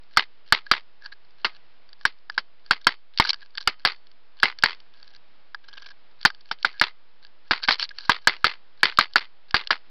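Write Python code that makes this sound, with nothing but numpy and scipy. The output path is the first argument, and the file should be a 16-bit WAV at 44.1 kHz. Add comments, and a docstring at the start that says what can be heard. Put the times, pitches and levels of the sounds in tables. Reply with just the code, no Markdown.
"""Quiet forest: a woodpecker on a plastic trail camera hammers on it in short, uneven runs, over a faint hiss.
Each peck rings the modes of the housing and clips at the microphone; the loose case rebounds and chatters.
Between pecks, light contacts of beak and claws ring the same modes.
Claw creaks, scrapes and bill wipes are trains of uneven slips, coloured by the plastic.
"""
import sys
import numpy as np
from scipy import signal
from scipy.fft import rfft, irfft
from scipy.io import wavfile

SR = 44100
rng = np.random.default_rng(int(sys.argv[2]) if len(sys.argv) > 2 else 0)


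def dump_mix(stems):
    """Bounce the given channels to the path in sys.argv[1] as a 16-bit WAV at rate SR."""
    frames = np.atleast_2d(stems).T  # one column per channel
    limited = np.clip(frames, -1, 1)  # hard clip at full scale
    pcm = np.round(limited * 32767).astype(np.int16)
    wavfile.write(sys.argv[1], SR, pcm)


N = 436590
T_S = np.arange(SR // 5) / SR  # time after one contact

# Pecks: t/s, flex level/dB, knock centre f/Hz, crack level/dB, thump gain/dB, sway/dB, settle t/s
# sway: rocking of the case on its mount, 0 dB = full blow; settle: time at which rocking is halved
PECKS = [(0.1711, -11.5, 1350, -13.5, -27, 0.5, 0.061), (0.5233, -9.5, 1493, -12, -17, -2, 0.073),
         (0.713, -13.5, 1318, -13.5, -29, -1.5, 0.079), (1.446, -22.5, 1118, -18, -54, -12, 0.07),
         (2.0522, -13.5, 1530, -19, -22, -16, 0.08), (2.3783, -17, 1510, -23.5, -42, -33, 0.047),
         (2.7092, -13.5, 1410, -15, -16, -7.5, 0.065), (2.8684, -10, 1410, -11.5, -19.5, -5.5, 0.072),
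         (3.1986, -13, 1030, -13.5, -6, -4, 0.16), (3.6739, -14.5, 1310, -13, -23, -11.5, 0.069),
         (3.8501, -13, 1410, -15, -28.5, 0, 0.079), (4.4307, -12.5, 1543, -22, -32, 0.5, 0.095),
         (4.6353, -10, 1500, -16.5, -25, 0.5, 0.14), (6.2509, -9.5, 1577, -15.5, -16, -14, 0.031),
         (6.2565, -11, 1627, -15, -16.5, -12.5, .037), (6.5123, -24.5, 1430, -25.5, -46, -38, 0.08),
         (6.6471, -16, 1500, -28.5, -44, -12, 0.1), (6.813, -11, 1450, -16.5, -19.5, -1.5, 0.081),
         (7.5096, -15.5, 1440, -19, -19.5, -3, .1), (7.685, -12.5, 1516, -18.5, -25, 1, 0.074),
         (8.0942, -9.5, 1090, -24.5, -13.5, -0.5, 0.084), (8.272, -8.5, 1581, -13, -36, -1.5, 0.097),
         (8.4433, -13, 1360, -18.5, -20.5, -0.5, 0.13), (8.8311, -12.5, 1530, -13.5, -29.5, 1, 0.11),
         (8.9868, -8, 1260, -20.5, -13, 1, 0.067), (9.158, -11.5, 1500, -19, -23, -4, 0.11),
         (9.5432, -11, 1444, -19, -14.5, -1, 0.1), (9.7058, -17, 1320, -21.5, -46, -4, 0.06)]
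# Clearest light taps of beak and claws: t/s, knock level/dB, click level/dB
TAPS = [(0.164, -43, -40), (1.06, -37.5, -36.5), (1.89, -61, -52), (1.93, -55, -44), (2.011, -49, -50.5),
        (2.298, -28.5, -34.5), (2.662, -55.5, -48), (2.845, -65.5, -41.5), (3.175, -47.5, -26),
        (3.185, -41.5, -27.5), (3.25, -24, -30), (3.274, -45, -32), (3.292, -39, -17),
        (3.331, -34.5, -26.5), (3.342, -39, -34), (3.552, -46.5, -42), (3.574, -49, -31), (3.58, -32, -27),
        (4.069, -66, -53.5), (4.4, -48.5, -38), (4.425, -52, -33), (4.587, -47, -36), (4.624, -48, -29.5),
        (4.802, -65, -48.5), (5.028, -54, -44.5), (5.162, -64, -50.5), (5.546, -29.5, -37.5),
        (6.213, -53, -41.5), (6.229, -52.5, -38), (6.302, -33, -39), (6.347, -57, -47.5),
        (6.41, -68, -52.5), (6.628, -58, -32), (6.797, -49.5, -25), (7.637, -41, -25.5),
        (7.677, -34.5, -27), (7.796, -31.5, -23.5), (7.827, -31, -23), (7.891, -56, -37.5),
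        (7.985, -40, -30.5), (8.973, -46, -27), (9.135, -71, -39.5), (9.509, -49, -37),
        (9.672, -46.5, -28.5)]
# Claws dragging over the case: t/s, length/s, body drive/dB, rasp drive/dB
SCRAPES = [(0.662, 0.01, -45.5, -49), (0.995, 0.11, -52, -54.5), (1.114, 0.024, -45, -46),
           (3.216, 0.11, -42.5, -32.5), (3.288, 0.025, -62, -27), (3.409, 0.031, -49.5, -52),
           (3.572, 0.015, -34, -42), (3.598, 0.022, -48, -36.5), (6.7, 0.098, -53.5, -67),
           (7.615, 0.05, -37, -29), (7.692, 0.062, -57, -23), (7.773, 0.1, -58, -32.5),
           (7.904, 0.016, -39, -47), (7.921, 0.2, -57, -46)]
# Spells of shifting grip: start t/s, end t/s, drive/dB
SHUFFLES = [(1.522, 1.574, -56), (3.353, 3.464, -57), (3.535, 3.676, -58.5), (4.933, 5.167, -57.5),
            (7.218, 7.25, -50.5)]
# Bending modes of the housing walls, before detuning and damping: f/Hz, level/dB, t60/s
WALL_MODES = [(844, -4, .028), (922, -9.5, 0.055), (1072, -4, 0.025), (1213, -6.5, 0.026),
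              (1240, -10.5, .018), (1457, 1, 0.014), (1660, 2, .03), (1870, -10, 0.004)]
# Stiff modes of the front plate, before detuning and damping: f/Hz, level/dB, t60/s
PLATE_MODES = [(2198, 1.5, 0.028), (2823, -1, 0.014), (3010, 1.5, 0.0023), (3090, -0.5, 0.019),
               (3180, -9.5, 0.054), (3480, 1.5, 0.01), (4120, -15.5, 0.007), (3694, -2.5, 0.014),
               (4500, -3, 0.058), (5300, -5, 0.035), (4810, -4, 0.031)]
# Long resonances of the back shell, fed by blows and loose parts: f/Hz, width/Hz, level/dB
SHELL_MODES = [(230, 61, -7), (384, 22, -3.5), (1252, 14, -7.5), (2070, 110, -1.5), (3070, 7, -10),
               (4480, 7, -11), (4950, 7, -13)]
# Case falling back onto its mount, before scatter and settling: delay t/s, level at 0 dB sway/dB
BOUNCES = [(0.0225, -18), (0.035, -31), (0.05, -32.5), (0.056, -35), (0.068, -32.5), (0.081, -40.5),
           (0.094, -37)]
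# Colour of the chattering case: f/Hz, relative level/dB
RATTLE_COLOUR = [(60, -32.5), (200, -19.5), (290, -23), (410, -5.5), (650, -13.5), (900, 2), (1400, 1.5),
                 (2080, 3), (2600, 1), (3900, -2), (4550, 1), (5100, -9), (6000, -19.5)]
# Colour of the loose parts inside: f/Hz, relative level/dB
CRUNCH_COLOUR = [(60, -12), (500, -4), (900, -1), (1600, 4.5), (2500, -0.5), (3800, 0), (4500, 3.5),
                 (6000, -14)]
# Colour of the hollow body under rubbing: f/Hz, relative level/dB
BODY_COLOUR = [(60, -23.5), (600, -23), (950, -18.5), (1400, -9), (1650, 12.5), (1900, -7), (2600, -12),
               (6000, -52.5)]
# Colour of beak or claw on plastic: f/Hz, relative level/dB
RASP_COLOUR = [(100, -40), (1200, -24), (2200, -13), (3500, -9), (4150, 3), (4550, 4), (4900, -6),
               (6000, -13)]
# Colour of forest air and microphone noise: f/Hz, relative level/dB
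HISS_COLOUR = [(25, -3), (80, -4.5), (250, -5), (420, -3), (800, -3), (1600, -4.5), (3000, -6.5),
               (4400, -9), (5300, -10.5), (6200, -9)]

HISS_DB = -59.5  # before waver and low-pass
GRIP_LEAD_S, GRIP_HOLD_S, GRIP_DRIVE_DB = 0.062, 0.055, -58.5
STRAY_PER_S, STRAY_DB, STRAY_SPREAD_DB = 2.5, -58.5, 6
BOUNCE_DB_PER_SWAY_DB, BOUNCE_JITTER, BOUNCE_SCATTER_DB = 1.4, 0.03, 1  # jitter: share of delay
BUZZ_DB, BUZZ_T60_S = -31, 0.25  # at 0 dB sway, before settling
CRUNCH_DB, CRUNCH_DB_PER_SWAY_DB, CRUNCH_T60_S = -9, 0.38, 0.061
WIPE_START_S, WIPE_PERIOD_S, WIPE_STROKE_S = 5.6325, 0.0443, 0.025
WIPE_DRIVE_DB, WIPE_SWELL_S, WIPE_RETURN_DB, WIPE_BODY_DB = -45, 0.15, -8, -4
MIC_HZ, TOP_HZ = 5434, 16300
CLIP_LEVEL, OFFSET = 0.725, 0.0096


def amp(db):
    """Decibels to gain."""
    return 10 ** (np.asarray(db) / 20)


def fade(t60_s):
    """Exponential decay, 60 dB in t60_s."""
    return np.exp(-np.log(1000) * T_S / max(t60_s, 1e-3))


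def attack_level(x, db):
    """Scale a contact to this rms over its first 6 ms."""
    attack = x[:SR * 6 // 1000]
    return x * amp(db) / np.sqrt(np.mean(attack ** 2))


def add(out, start_s, x):
    """Mix x into out from start_s on."""
    i = max(int(start_s * SR), 0)
    n = max(min(len(x), len(out) - i), 0)
    out[i:i + n] += x[:n]


def response(colour, size=1024):
    """Minimum-phase impulse response of unit energy with the given colour."""
    hz, db = np.transpose(colour)
    f_hz = np.maximum(np.arange(size // 2 + 1) * SR / size, 1)
    gain = amp(np.interp(np.log(f_hz), np.log(hz), db))
    cepstrum = irfft(np.log(gain))
    # folding the cepstrum makes the response causal
    cepstrum[1:size // 2] *= 2
    cepstrum[size // 2 + 1:] = 0
    h = irfft(np.exp(rfft(cepstrum)))
    return h / np.sqrt(np.sum(h ** 2))


def through(x, h):
    """Convolve x with an impulse response, keeping its length."""
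    return signal.oaconvolve(x, h)[:len(x)]


def resonate(x, hz, width_hz):
    """One resonance, gain 1 at its centre."""
    return signal.lfilter(*signal.iirpeak(hz, hz / width_hz, fs=SR), x + 1e-18)


def swell(start_s, length_s):
    """Smooth rise and fall over the stretch, rms 1 within it."""
    out = np.zeros(N)
    add(out, start_s, np.hanning(max(int(length_s * SR), 8)) / np.sqrt(3 / 8))
    return out


def grains(n, rate_per_s, spread_db):
    """Tiny slips of very uneven size over a weak noise floor, overall rms 1."""
    size = amp(spread_db * np.minimum(rng.exponential(size=n), 4))
    slips = (rng.random(n) < rate_per_s / SR) * size * rng.choice([-1, 1], n)
    x = slips + 0.023 * rng.standard_normal(n)
    return x / np.sqrt(np.mean(x ** 2))


def hiss(waver_db=1.45):
    """Still forest air and microphone noise: coloured noise, barely wavering, low-passed."""
    knots = rng.standard_normal(40)
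    waver = amp(waver_db * np.interp(np.arange(N), np.linspace(0, N, len(knots)), knots))
    air = through(rng.standard_normal(N), response(HISS_COLOUR))
    low_pass = signal.butter(14, 5250, fs=SR, output="sos")
    return amp(HISS_DB) * waver * signal.sosfilt(low_pass, air)


def spots(slips, width_hz=500):
    """A claw slides from spot to spot, favouring other front-plate modes every 8 ms."""
    hold = SR // 125
    shares = rng.standard_normal((len(PLATE_MODES), N // hold + 1))
    out = np.zeros(N)
    for (hz, _, _), share in zip(PLATE_MODES, shares):
        out += resonate(slips * np.repeat(share, hold)[:N], hz, width_hz)
    return out


def rub(slips, body_gain, rasp_gain, rasp_db=-2, spots_db=-2, rattle_db=-14):
    """Slips on plastic excite the hollow body, a bright shifting rasp and the loose case."""
    bright = amp(rasp_db) * response(RASP_COLOUR) + amp(rattle_db) * response(RATTLE_COLOUR)
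    body = through(slips * body_gain, response(BODY_COLOUR))
    scratch = slips * rasp_gain
    return body + through(scratch, bright) + amp(spots_db) * spots(scratch)


def grip(body_db=-8):
    """Sparse claw creaks: the grip tightens before every peck and shifts with the feet."""
    effort = np.zeros(N)
    for peck_s, *_ in PECKS:
        add(effort, peck_s - GRIP_LEAD_S, np.full(int(GRIP_HOLD_S * SR), amp(GRIP_DRIVE_DB)))
    for start_s, end_s, db in SHUFFLES:
        add(effort, start_s, np.full(max(int((end_s - start_s) * SR), 1), amp(db)))
    slips = grains(N, rate_per_s=600, spread_db=5)
    return rub(slips, amp(body_db) * effort, effort, rasp_db=-3, spots_db=-0.5, rattle_db=-14)


def ring(modes, scatter_db, rise_s, centre_hz=None, focus_db=9):
    """Modes struck at a new spot: shares and tuning scatter, modes near centre_hz are favoured."""
    hz, db, t60_s = np.transpose(modes)
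    share, detune, side = rng.standard_normal((3, len(hz)))
    db = db + scatter_db * share
    if centre_hz:
        octaves_off = np.abs(np.log2(hz / centre_hz))
        db = db - focus_db * np.minimum(octaves_off, 1)
    t = T_S[:len(T_S) // 2]
    tones = np.sin(2 * np.pi * np.outer(hz * (1 + 0.019 * detune), t))
    decays = np.exp(-np.log(1000) * np.outer(1 / t60_s, t))
    struck = (np.sign(side) * amp(db)) @ (tones * decays)
    return np.pad(struck * (1 - np.exp(-t / rise_s)), (0, len(T_S) - len(t)))


def tap(knock_db, click_db, grit_db=-8):
    """A light contact rings walls and plate with a speck of grit; the case stays at rest."""
    walls = ring(WALL_MODES, scatter_db=0.5, rise_s=0.0004, centre_hz=1630, focus_db=12.5)
    knock = walls * fade(0.12)
    plate = ring(PLATE_MODES, scatter_db=2.5, rise_s=0.0006, centre_hz=4400, focus_db=18)
    plate = attack_level(plate * fade(0.013), 0)
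    grit = through(rng.standard_normal(len(T_S)) * fade(0.017), response(RASP_COLOUR))
    click = plate + attack_level(grit, grit_db)
    return attack_level(knock, knock_db) + attack_level(click, click_db)


def taps(stray_knock_db=-11, count=30):
    """Clear taps of beak and claws, plus faint claw ticks at random moments."""
    out = np.zeros(N)
    for tap_s, knock_db, click_db in TAPS:
        add(out, tap_s, tap(knock_db, click_db))
    stray_s = np.cumsum(rng.exponential(1 / STRAY_PER_S, count))
    stray_db = STRAY_DB + STRAY_SPREAD_DB * rng.standard_normal(count)
    for tick_s, db in zip(stray_s, stray_db):
        add(out, tick_s, tap(db + stray_knock_db, db))
    return out


def flex(hz, swell_s=0.00085):
    """The wall gives under the beak and swings back: a few cycles that swell and die."""
    return np.sin(2 * np.pi * hz * T_S) * T_S * np.exp(-T_S / swell_s)


def bounce(colour, t60_s, spot_db=4):
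    """One brief fall of the loose case; each landing spot has its own resonance."""
    n = len(T_S) // 2
    envelope = fade(t60_s) * (1 - np.exp(-T_S / 0.00075))
    x = through(rng.standard_normal(n), colour) * envelope[:n]
    spot = signal.lfilter(*signal.iirpeak(rng.uniform(1100, 5200), 6, fs=SR), x)
    return np.pad(attack_level(x + amp(spot_db) * spot, 0), (0, len(T_S) - n))


def rocking(sway_db, settle_s, colour):
    """The shoved case bounces and buzzes on its mount, louder with sway, until it seats itself."""
    jolts = grains(len(T_S), rate_per_s=800, spread_db=3.5)
    buzz = through(jolts, colour) * fade(BUZZ_T60_S)
    out = np.zeros(len(T_S))
    add(out, BOUNCES[0][0], amp(BUZZ_DB + sway_db) * buzz)
    scatter = rng.standard_normal((len(BOUNCES), 2))
    for (delay_s, db), (late, size) in zip(BOUNCES, scatter):
        gain = amp(db + BOUNCE_DB_PER_SWAY_DB * sway_db + BOUNCE_SCATTER_DB * size)
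        fall = bounce(colour, t60_s=0.016, spot_db=1)
        add(out, delay_s * (1 + BOUNCE_JITTER * late), gain * fall)
    return out / (1 + (T_S / settle_s) ** 7)


def shell(x):
    """The back shell rings along with whatever knocks or rattles against it."""
    return sum(amp(db) * resonate(x, hz, width_hz) for hz, width_hz, db in SHELL_MODES)


def pecks(modes_db=-2, push_s=0.0016, tip_db=-3, tip_t60_s=0.019, shell_db=-10):
    """The beak flexes and rings the housing; the shoved case falls back and chatters."""
    blows, loose = np.zeros(N), np.zeros(N)
    rattle, crunch, rasp = response(RATTLE_COLOUR), response(CRUNCH_COLOUR), response(RASP_COLOUR)
    for peck_s, knock_db, hz, crack_db, thump_db, sway_db, settle_s in PECKS:
        walls = ring(WALL_MODES, scatter_db=3.0, rise_s=0.0024, centre_hz=hz, focus_db=9) * fade(0.06)
        knock = attack_level(flex(hz), knock_db) + attack_level(walls, knock_db + modes_db)
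        plate = attack_level(ring(PLATE_MODES, scatter_db=4.0, rise_s=0.0006), 0)
        tip = through(rng.standard_normal(len(T_S)) * fade(tip_t60_s), rasp)
        crack = attack_level(plate + attack_level(tip, tip_db), crack_db)
        # the push of the beak squeezes the air in the case
        push = np.sin(np.pi * np.minimum(T_S / push_s, 1))
        thump = amp(thump_db) * push * fade(0.017)
        add(blows, peck_s, knock + crack + thump)
        # loose parts inside are shaken up and buzz on
        shaking = amp(CRUNCH_DB + CRUNCH_DB_PER_SWAY_DB * sway_db) * fade(CRUNCH_T60_S)
        shaking = shaking * (1 - np.exp(-T_S / 0.0026))
        parts = through(grains(len(T_S), rate_per_s=2700, spread_db=2.0) * shaking, crunch)
        add(loose, peck_s, parts + rocking(sway_db, settle_s, rattle))
    return blows + loose + shell(loose + amp(shell_db) * blows)


def scrapes():
    """A dragging claw sticks and slips densely, swelling and fading."""
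    body = sum(amp(body_db) * swell(start_s, length_s) for start_s, length_s, body_db, _ in SCRAPES)
    rasp = sum(amp(rasp_db) * swell(start_s, length_s) for start_s, length_s, _, rasp_db in SCRAPES)
    slips = grains(N, rate_per_s=1100, spread_db=4.3)
    return rub(slips, body, rasp)


def wiping(count=7):
    """Even bill strokes, growing to full force, with short, light returns between them."""
    effort = np.zeros(N)
    for k in range(count):
        start_s = WIPE_START_S + k * WIPE_PERIOD_S
        stroke = swell(start_s, WIPE_STROKE_S)
        if k < count - 1:
            back = swell(start_s + WIPE_STROKE_S, WIPE_PERIOD_S - WIPE_STROKE_S)
            stroke = stroke + amp(WIPE_RETURN_DB) * back
        force = min((k + 1) * WIPE_PERIOD_S / WIPE_SWELL_S, 1)
        effort += amp(WIPE_DRIVE_DB) * force * stroke
    slips = grains(N, rate_per_s=1900, spread_db=4.0)
    return rub(slips, amp(WIPE_BODY_DB) * effort, effort, rasp_db=-7, spots_db=1, rattle_db=-10.5)


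def scene():
    """All sources sum at one microphone inside the housing."""
    return (hiss() + grip() + taps() + pecks() + scrapes() + wiping())[None]


def record(dry):
    """Narrow-band recorder, slightly off centre: strong pecks clip, then the top is low-passed."""
    mic = signal.butter(10, MIC_HZ, fs=SR, output="sos")
    band_limit = signal.ellip(10, 0.2, 80, 6000, fs=SR, output="sos")
    narrow = signal.sosfilt(band_limit, signal.sosfilt(mic, dry)) + OFFSET
    clipped = np.clip(narrow, -CLIP_LEVEL, CLIP_LEVEL)
    return signal.fftconvolve(clipped, signal.firwin(201, TOP_HZ, fs=SR)[None], mode="same")


dry = scene()
out = record(dry)
dump_mix(out)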